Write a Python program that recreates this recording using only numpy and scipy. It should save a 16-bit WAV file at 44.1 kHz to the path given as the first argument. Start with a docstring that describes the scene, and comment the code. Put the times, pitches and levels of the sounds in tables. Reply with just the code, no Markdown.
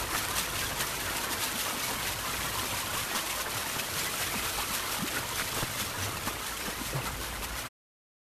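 """Splashing and churning water is heard first, over a low hum and a soft rumble: a small dog paddles
across a swimming pool, seven or eight paw strokes a second, in mono. Each stroke throws spray and
stirs up bubbles, which ring as damped oscillators, the smaller the higher. Pockets of air gulp shut,
paws slap the surface, drops tick and single bubbles plink. The sound stops short near the end."""
import sys
import numpy as np
from scipy import signal
from scipy.fft import rfft, irfft, next_fast_len
from scipy.io import wavfile
from scipy.ndimage import map_coordinates

SR = 44100
rng = np.random.default_rng(int(sys.argv[2]) if len(sys.argv) > 2 else 0)


def output_pcm(signal):
    """Save a mono or channel-first signal as 16-bit PCM at the path in sys.argv[1].

    Samples are clipped to [-1, 1] before scaling.
    """
    pcm = np.clip(np.atleast_2d(signal).T, -1, 1) * 32767
    wavfile.write(sys.argv[1], SR, np.round(pcm).astype(np.int16))


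N = 366471

# Levels are relative within each table.
# paw strokes: t/s, spray level/dB, time to fade by 10 dB/s, churn level/dB
PAW_STROKES = [(0, -35.5, 0.074, -37), (0.175, -32.5, 0.1, -39.5), (0.308, -37.5, 0.082, -40),
               (0.386, -30.0, 0.039, -41), (0.451, -37, 0.14, -43.5), (0.593, -33, 0.05, -49),
               (0.659, -36.5, 0.119, -42.5), (0.811, -29.5, 0.02, -34.5), (0.924, -35.5, 0.16, -46),
               (1.032, -36.5, 0.071, -40.5), (1.116, -38.5, 0.06, -41), (1.173, -34, 0.044, -40),
               (1.241, -34, 0.026, -35.5), (1.328, -32, 0.03, -38.0), (1.441, -31, 0.072, -40),
               (1.609, -32, 0.072, -55), (1.698, -37.0, 0.12, -38), (1.842, -33.5, 0.052, -48),
               (1.911, -35, 0.075, -40), (2.085, -34, 0.088, -41.5), (2.303, -37.5, 0.21, -41),
               (2.446, -37, 0.05, -39), (2.593, -34.5, 0.12, -39), (2.722, -41.5, 0.1, -40),
               (2.785, -33.5, 0.1, -43), (2.98, -34.5, 0.109, -37.5), (3.169, -32.5, 0.084, -36),
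               (3.308, -34.0, 0.078, -51), (3.408, -34.5, 0.065, -38.5), (3.573, -35, 0.1, -36.5),
               (3.682, -36.5, 0.07, -42.5), (3.788, -34.5, 0.097, -38.5), (4.01, -32.5, 0.139, -40),
               (4.214, -32, 0.11, -40), (4.349, -37, 0.053, -37), (4.458, -33, 0.13, -40.5),
               (4.608, -34, 0.102, -39.5), (4.752, -31.5, 0.065, -42), (4.941, -34.0, 0.15, -37),
               (5.079, -34, 0.011, -41.5), (5.162, -33.5, 0.062, -35), (5.288, -40, 0.066, -41),
               (5.394, -32.5, 0.086, -41.5), (5.581, -34, 0.11, -39.5), (5.81, -35.5, 0.11, -40),
               (6.04, -36, 0.078, -36.5), (6.174, -37.5, 0.017, -55), (6.277, -33.5, 0.031, -38),
               (6.468, -37.5, 0.1, -44), (6.583, -45.5, 0.047, -52), (6.669, -39.5, 0.1, -42),
               (6.87, -36.5, 0.085, -48), (7.066, -37.5, 0.05, -35.5), (7.234, -38.5, 0.071, -44),
               (7.356, -44.5, 0.045, -44), (7.446, -36, -0.02, -44.0), (7.589, -36.5, 0.038, -40)]
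# water between strokes, calming as the dog reaches the edge: t/s, spray level/dB, churn level/dB
WASH_LEVELS = [(0, -44, -38), (2, -40, -37.5), (4.5, -45, -39.5), (6, -42, -40), (7.6, -44, -40.5)]
# spectral envelopes of the four continuous sounds: f/Hz, level/dB
SPRAY_SPECTRUM = [(150, -17), (700, -12.5), (1300, -4), (2900, -0.5), (4200, -1), (4900, -3), (5900, -2.5),
                  (7500, -4), (10500, -3), (13500, -3)]
CHURN_SPECTRUM = [(60, -16), (130, -0.5), (250, 1.5), (450, 0.5), (650, 1.7), (770, 0), (970, 1.5),
                  (1500, -0.5), (1950, -3), (3200, -10), (6000, -16), (14000, -27)]
HUM_NOISE_SPECTRUM = [(20, -48.5), (42, -25), (54, -4), (60, 0.5), (72, -14), (120, -58)]
RUMBLE_SPECTRUM = [(15, -19), (30, -1), (45, -10), (72, -2.5), (94, 5.5), (125, 0.5), (170, -6.5),
                   (400, -27), (1500, -85)]
# resonance of the commonest bubble size: t/s, f/Hz
GURGLE_PITCH = [(0, 963), (1.8, 971), (3, 1111), (4.3, 1264), (5.8, 1300), (7.6, 1110)]
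# slow envelopes of the hum and the rumble: t/s, level/dB
HUM_LEVEL = [(0, -41.5), (.2, -51.5), (.38, -47), (1.8, -54.5), (2.0, -47.5), (2.5, -48), (3.0, -59),
             (3.4, -50.5), (3.75, -62), (4.55, -46.5), (6.15, -60.5), (6.35, -47), (6.7, -50.5),
             (7.45, -38.5), (7.66, -46)]
RUMBLE_LEVEL = [(0, -48), (1.0, -43.5), (1.22, -53.5), (1.4, -49.5), (2.85, -48), (3.35, -54), (4.05, -50),
                (4.85, -51), (5.1, -50.5), (6.1, -45), (6.55, -53), (7.1, -48), (7.6, -48)]
# air pockets closing: t/s, duration/s, first f/Hz, last f/Hz, level/dB
AIR_POCKETS = [(0.125, 0.021, 312, 375, -28.5), (.41, 0.025, 191, 160, -35.5),
               (1.304, 0.02, 304, 248, -31.5), (1.537, 0.041, 177, 280, -30.5),
               (1.726, 0.022, 245, 210, -33), (1.948, 0.049, 261, 170, -35), (2.149, 0.058, 104, 95, -34),
               (2.435, 0.0286, 160, 110, -34.5), (2.485, 0.03, 218, 200, -36),
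               (2.563, 0.054, 107, 89.5, -34), (3.145, 0.038, 250, 179, -33), (3.546, 0.039, 133, 84, -33),
               (3.763, 0.009, 300, 210, -27.5), (3.955, 0.041, 203, 109, -34.5),
               (4.34, 0.017, 450, 390, -29.5), (4.355, 0.024, 300, 117, -26.5),
               (4.988, 0.027, 300, 130, -30.5), (5.019, 0.0396, 135, 450, -22.5),
               (5.182, 0.055, 129, 109, -34.5), (5.622, 0.019, 169, 150, -23.5),
               (5.808, 0.043, 223, 182, -35), (6.27, 0.013, 260, 224, -26), (6.325, 0.048, 119, 129, -36),
               (6.675, 0.0206, 205, 166, -27), (6.811, 0.016, 334, 190, -26),
               (6.942, 0.074, 147.5, 115.7, -24)]
# paws slapping the surface: central t/s, width parameter/s, central f/Hz, level/dB
PAW_SLAPS = [(.139, .004, 950, -34.5), (.156, 0.006, 1520, -30), (1.9, 0.015, 1000, -38.5),
             (2.072, .008, 2700, -40), (2.346, 0.0057, 1700, -38), (2.413, .005, 1900, -35),
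             (2.94, .009, 1140, -37.5), (3.16, 0.0098, 1220, -36), (3.47, 0.01, 1170, -38),
             (3.766, .002, 1103, -33), (4.59, 0.0092, 920, -35.5), (5.178, 0.0075, 1700, -34.5),
             (5.402, .015, 1660, -33), (5.58, 0.01, 473, -36.5), (5.628, 0.0056, 1260, -32.5),
             (5.631, 0.0047, 340, -33), (5.801, 0.0044, 1410, -37.5), (6.279, 0.00522, 1134, -31),
             (6.687, 0.0065, 635, -37.5), (6.955, .016, 428, -38), (6.98, 0.018, 870, -38.5),
             (7.075, 0.012, 1380, -41.5), (7.435, 0.009, 1100, -40.5)]
# single drops striking the water: t/s, level/dB
DROP_IMPACTS = [(0.1704, -19), (0.2503, -16.5), (0.286, -13), (0.7756, -22), (1.1049, -27.5),
                (1.1692, -11.5), (1.3129, -17), (1.5225, -17), (3.5703, -27), (3.7638, -29), (3.9838, -22),
                (4.2524, -22), (5.2909, -18), (5.7974, -20), (6.0217, -23), (6.6331, -30), (7.0658, -25.5)]
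# single bubbles ringing out: t/s, f/Hz, level/dB
RINGING_BUBBLES = [(.25, 8300, -28.5), (0.621, 1580, -29.5), (1.103, 8740, -38), (1.24, 1514, -33),
                   (1.428, 900, -33), (1.436, 4690, -31), (1.832, 2186, -29), (1.834, 5900, -28.5),
                   (1.838, 4030, -31.5), (2.336, 2434, -34), (2.705, 6110, -34), (2.928, 1163, -39),
                   (3.112, 1845, -30.5), (3.79, 2540, -31), (4.06, 1965, -30.5), (4.372, 2500, -29),
                   (4.45, 1290, -34.5), (4.578, 823, -34), (5.08, 2600, -38), (5.289, 7450, -31),
                   (5.355, 6100, -30.5), (5.782, 8500, -32.5), (6.027, 5860, -27), (6.232, 7900, -35),
                   (6.52, 1332, -34), (6.632, 5500, -33.5), (6.676, 5400, -36)]


def amp(db):
    """Amplitude ratio of a level in decibels."""
    return 10 ** (np.asarray(db) / 20)


def unit(x):
    """Normalisation to rms 1."""
    return x / np.sqrt(np.mean(x ** 2) + 1e-20)


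def curves(rows):
    """Linear interpolation of each column after the time, one value per sample."""
    times, *columns = np.transpose(rows)
    return [np.interp(np.arange(N) / SR, times, column) for column in columns]


def wobble(rate):
    """Smooth random modulation: a spline through Gaussian values, rate of them a second."""
    knots = rng.standard_normal(int(N * rate / SR) + 4)
    return map_coordinates(knots, [np.arange(N) * rate / SR])


def filtered(x, response):
    """Linear filtering: the spectrum of x is multiplied by a frequency response."""
    size = next_fast_len(len(x) + 8192)
    return irfft(rfft(x, size) * response(np.fft.rfftfreq(size, 1 / SR)), size)[:len(x)]


def coloured(x, spectrum):
    """Spectral shaping by (f/Hz, level/dB) points, at rms 1."""
    f, db = np.transpose(spectrum)
    return unit(filtered(x, lambda hz: amp(np.interp(np.log(hz + 1), np.log(f), db))))


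def add(track, s, sound):
    """Superposition of a sound on the track from time s."""
    part = track[max(round(s * SR), 0):][:len(sound)]
    part += sound[:len(part)]


def stroke_envelopes():
    """Incoherent sources add in power: strokes and wash sum to the spray and churn amplitudes."""
    spray_power, churn_power = amp(curves(WASH_LEVELS)) ** 2
    t = np.arange(N) / SR
    roundness = 1.05  # 1 is a pointed peak, 2 a bell
    for s, spray_db, fade_s, churn_db in PAW_STROKES:
        near = t[max(int(s * SR) - SR // 2, 0):][:SR]
        swell = 10 ** -(np.abs((near - s) / fade_s) ** roundness)
        add(spray_power, near[0], amp(spray_db) ** 2 * swell)
        add(churn_power, near[0], amp(churn_db) ** 2 * swell)
    return np.sqrt(spray_power), np.sqrt(churn_power)


def bubbles(count, low_hz, high_hz, cycles, spread_db, rise, samples):
    """Bubble resonance: a cloud of damped sines whose pitch rises as they near the surface."""
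    when, pitch, strength, life = rng.random((count, 4)).T[:, :, None]
    hz = low_hz + (high_hz - low_hz) * pitch
    t = np.arange(samples) / SR
    age = t * hz / (cycles * (.5 + life))  # 1 after 20 dB of damping
    strength_db = -spread_db * np.log(np.maximum(1 - strength, .01))  # many faint, a few strong
    phase = 2 * np.pi * hz * t * (1 + rise * np.minimum(age, 1))
    rings = amp(strength_db - 20 * age) * np.sqrt(hz) * (1 - t / t[-1]) * np.sin(phase)
    positions = (when * N + np.arange(samples)).astype(int)
    return unit(np.bincount(positions.ravel(), rings.ravel(), N)[:N])


def spray(envelope):
    """Impact and air entrainment: thrown water falls back as droplets and tiny ringing bubbles."""
    crackle = bubbles(16000, low_hz=1000, high_hz=14000, cycles=1.2, spread_db=2, rise=0, samples=48)
    fizz = bubbles(1400, low_hz=3000, high_hz=9010, cycles=150, spread_db=2, rise=.028, samples=900)
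    trickle = bubbles(750, low_hz=1300, high_hz=3500, cycles=95, spread_db=1.4, rise=.012, samples=2200)
    hiss = unit(amp(-1) * crackle + amp(-9) * fizz + amp(2.5) * rng.standard_normal(N))
    flicker = amp(1.54 + wobble(80))
    return envelope * flicker * coloured(hiss + amp(-14) * trickle, SPRAY_SPECTRUM)


def pool_echo(x):
    """Reverberation: the pool walls and the buildings around return a short diffuse echo."""
    t60_s, build_up_s, echo_db = .3, .011, -10
    t = np.arange(SR // 2) / SR
    tail = rng.standard_normal(len(t)) * amp(-60 * t / t60_s) * (1 - np.exp(-t / build_up_s))
    return x + amp(echo_db) * signal.fftconvolve(x, tail / np.linalg.norm(tail))[:N]


def churn(envelope):
    """The legs stir in larger bubbles; resonances of like size merge into a narrow-band gurgle."""
    burble = bubbles(1500, low_hz=880, high_hz=3000, cycles=55, spread_db=1.2, rise=.025, samples=2200)
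    lapping = bubbles(1700, low_hz=130.8, high_hz=1296, cycles=2.8, spread_db=2.5, rise=.1, samples=800)
    slosh = rng.standard_normal(N)
    water = coloured(amp(-8.5) * burble + amp(-15) * lapping + amp(-.5) * slosh, CHURN_SPECTRUM)
    gurgle_hz, = curves(GURGLE_PITCH)
    phase = 2 * np.pi * np.cumsum(gurgle_hz) / SR
    gurgle = unit(wobble(230) * np.cos(phase) + wobble(230) * np.sin(phase))
    flicker = amp(.78 * wobble(30) - 1.2)
    return pool_echo(envelope * flicker * (water + amp(-15) * gurgle))


def hum():
    """Beating: two close, wavering low tones interfere over a narrow band of noise."""
    level_db, = curves(HUM_LEVEL)
    upper, lower = (np.sin(2 * np.pi * np.cumsum(hz + 1.5 * wobble(6)) / SR) for hz in (55.15, 46.2))
    noise = coloured(rng.standard_normal(N), HUM_NOISE_SPECTRUM)
    return amp(level_db - 1.5) * unit(upper + amp(-8) * lower + amp(-9) * noise)


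def rumble():
    """Amplitude modulation: soft low-frequency noise swells at random."""
    level_db, = curves(RUMBLE_LEVEL)
    swell_db = 2.7 * wobble(9)
    return amp(level_db + swell_db) * coloured(rng.standard_normal(N), RUMBLE_SPECTRUM)


def gulps():
    """Cavity resonance: the air behind a paw rings low, gliding in pitch as it deepens or comes up."""
    out = np.zeros(N)
    for s, duration_s, first_hz, last_hz, db in AIR_POCKETS:
        progress = np.linspace(0, 1, int(duration_s * SR))
        hz = first_hz * (last_hz / first_hz) ** progress
        swell = np.abs(np.sin(np.pi * progress ** .67))
        add(out, s, amp(db - 5) * swell * np.sin(2 * np.pi * np.cumsum(hz) / SR))
    return out


def slaps():
    """Air entrainment: a paw breaks the surface and traps a cluster of heavily damped bubbles."""
    out, t = np.zeros(N), np.arange(SR // 25) / SR
    centre_s, cycles = 1 / 8, 3.3
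    for s, width, pitch_hz, db in PAW_SLAPS:
        cluster = np.zeros(SR // 4)
        for delay, detune, strength in rng.uniform(-1, 1, size=(30, 3)):
            hz = pitch_hz * np.exp(.28 * detune)
            ring = amp(2.7 * strength - 20 * t * hz / cycles) * np.sin(2 * np.pi * hz * t)
            add(cluster, centre_s + 1.5 * width * delay, ring)
        add(out, s - centre_s, amp(db) * unit(cluster) * np.sqrt(width * 10))
    return out


def drops():
    """A brief impact has a broad spectrum: bigger drops land with a bright tick."""
    out, t = np.zeros(N), np.arange(SR // 40) / SR
    t60_s = .0062
    for s, db in DROP_IMPACTS:
        add(out, s, amp(db - 8.5 - 60 * t / t60_s) * rng.standard_normal(len(t)))
    return signal.lfilter(*signal.butter(1, 1500, "high", fs=SR), out)


def plinks():
    """Constant-Q damping: each bubble loses 20 dB in 70 cycles, so small high ones die soonest."""
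    out, t = np.zeros(N), np.arange(SR // 8) / SR
    for s, hz, db in RINGING_BUBBLES:
        age = t * hz / 70
        ring = np.sin(2 * np.pi * hz * t * (1 + .02 * np.minimum(age, 1)))
        attack = 1 - np.exp(-age / .12)
        add(out, s, amp(db + 1.5 - 20 * age) * attack * ring)
    return pool_echo(out)


def scene():
    """Superposition of water, hum and rumble, alike in both ears."""
    thrown, stirred = stroke_envelopes()
    pool = spray(thrown) + churn(stirred) + hum() + rumble() + gulps() + slaps() + drops() + plinks()
    return np.array([pool, pool])


def record(dry):
    """Band limiting and gating: the frequency extremes are cut, and a quick fade ends the sound."""
    low_hz, top_hz = 10, 13900
    stop_s, fade_s = 7.675, .031
    band = lambda hz: hz / np.hypot(hz, low_hz) / np.hypot(1, (hz / top_hz) ** 200)
    gate = np.clip((stop_s - np.arange(N) / SR) / fade_s + .5, 0, 1)
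    return np.array([filtered(channel, band) for channel in dry]) * np.sin(np.pi / 2 * gate) ** 2


dry = scene()
out = record(dry)
output_pcm(out)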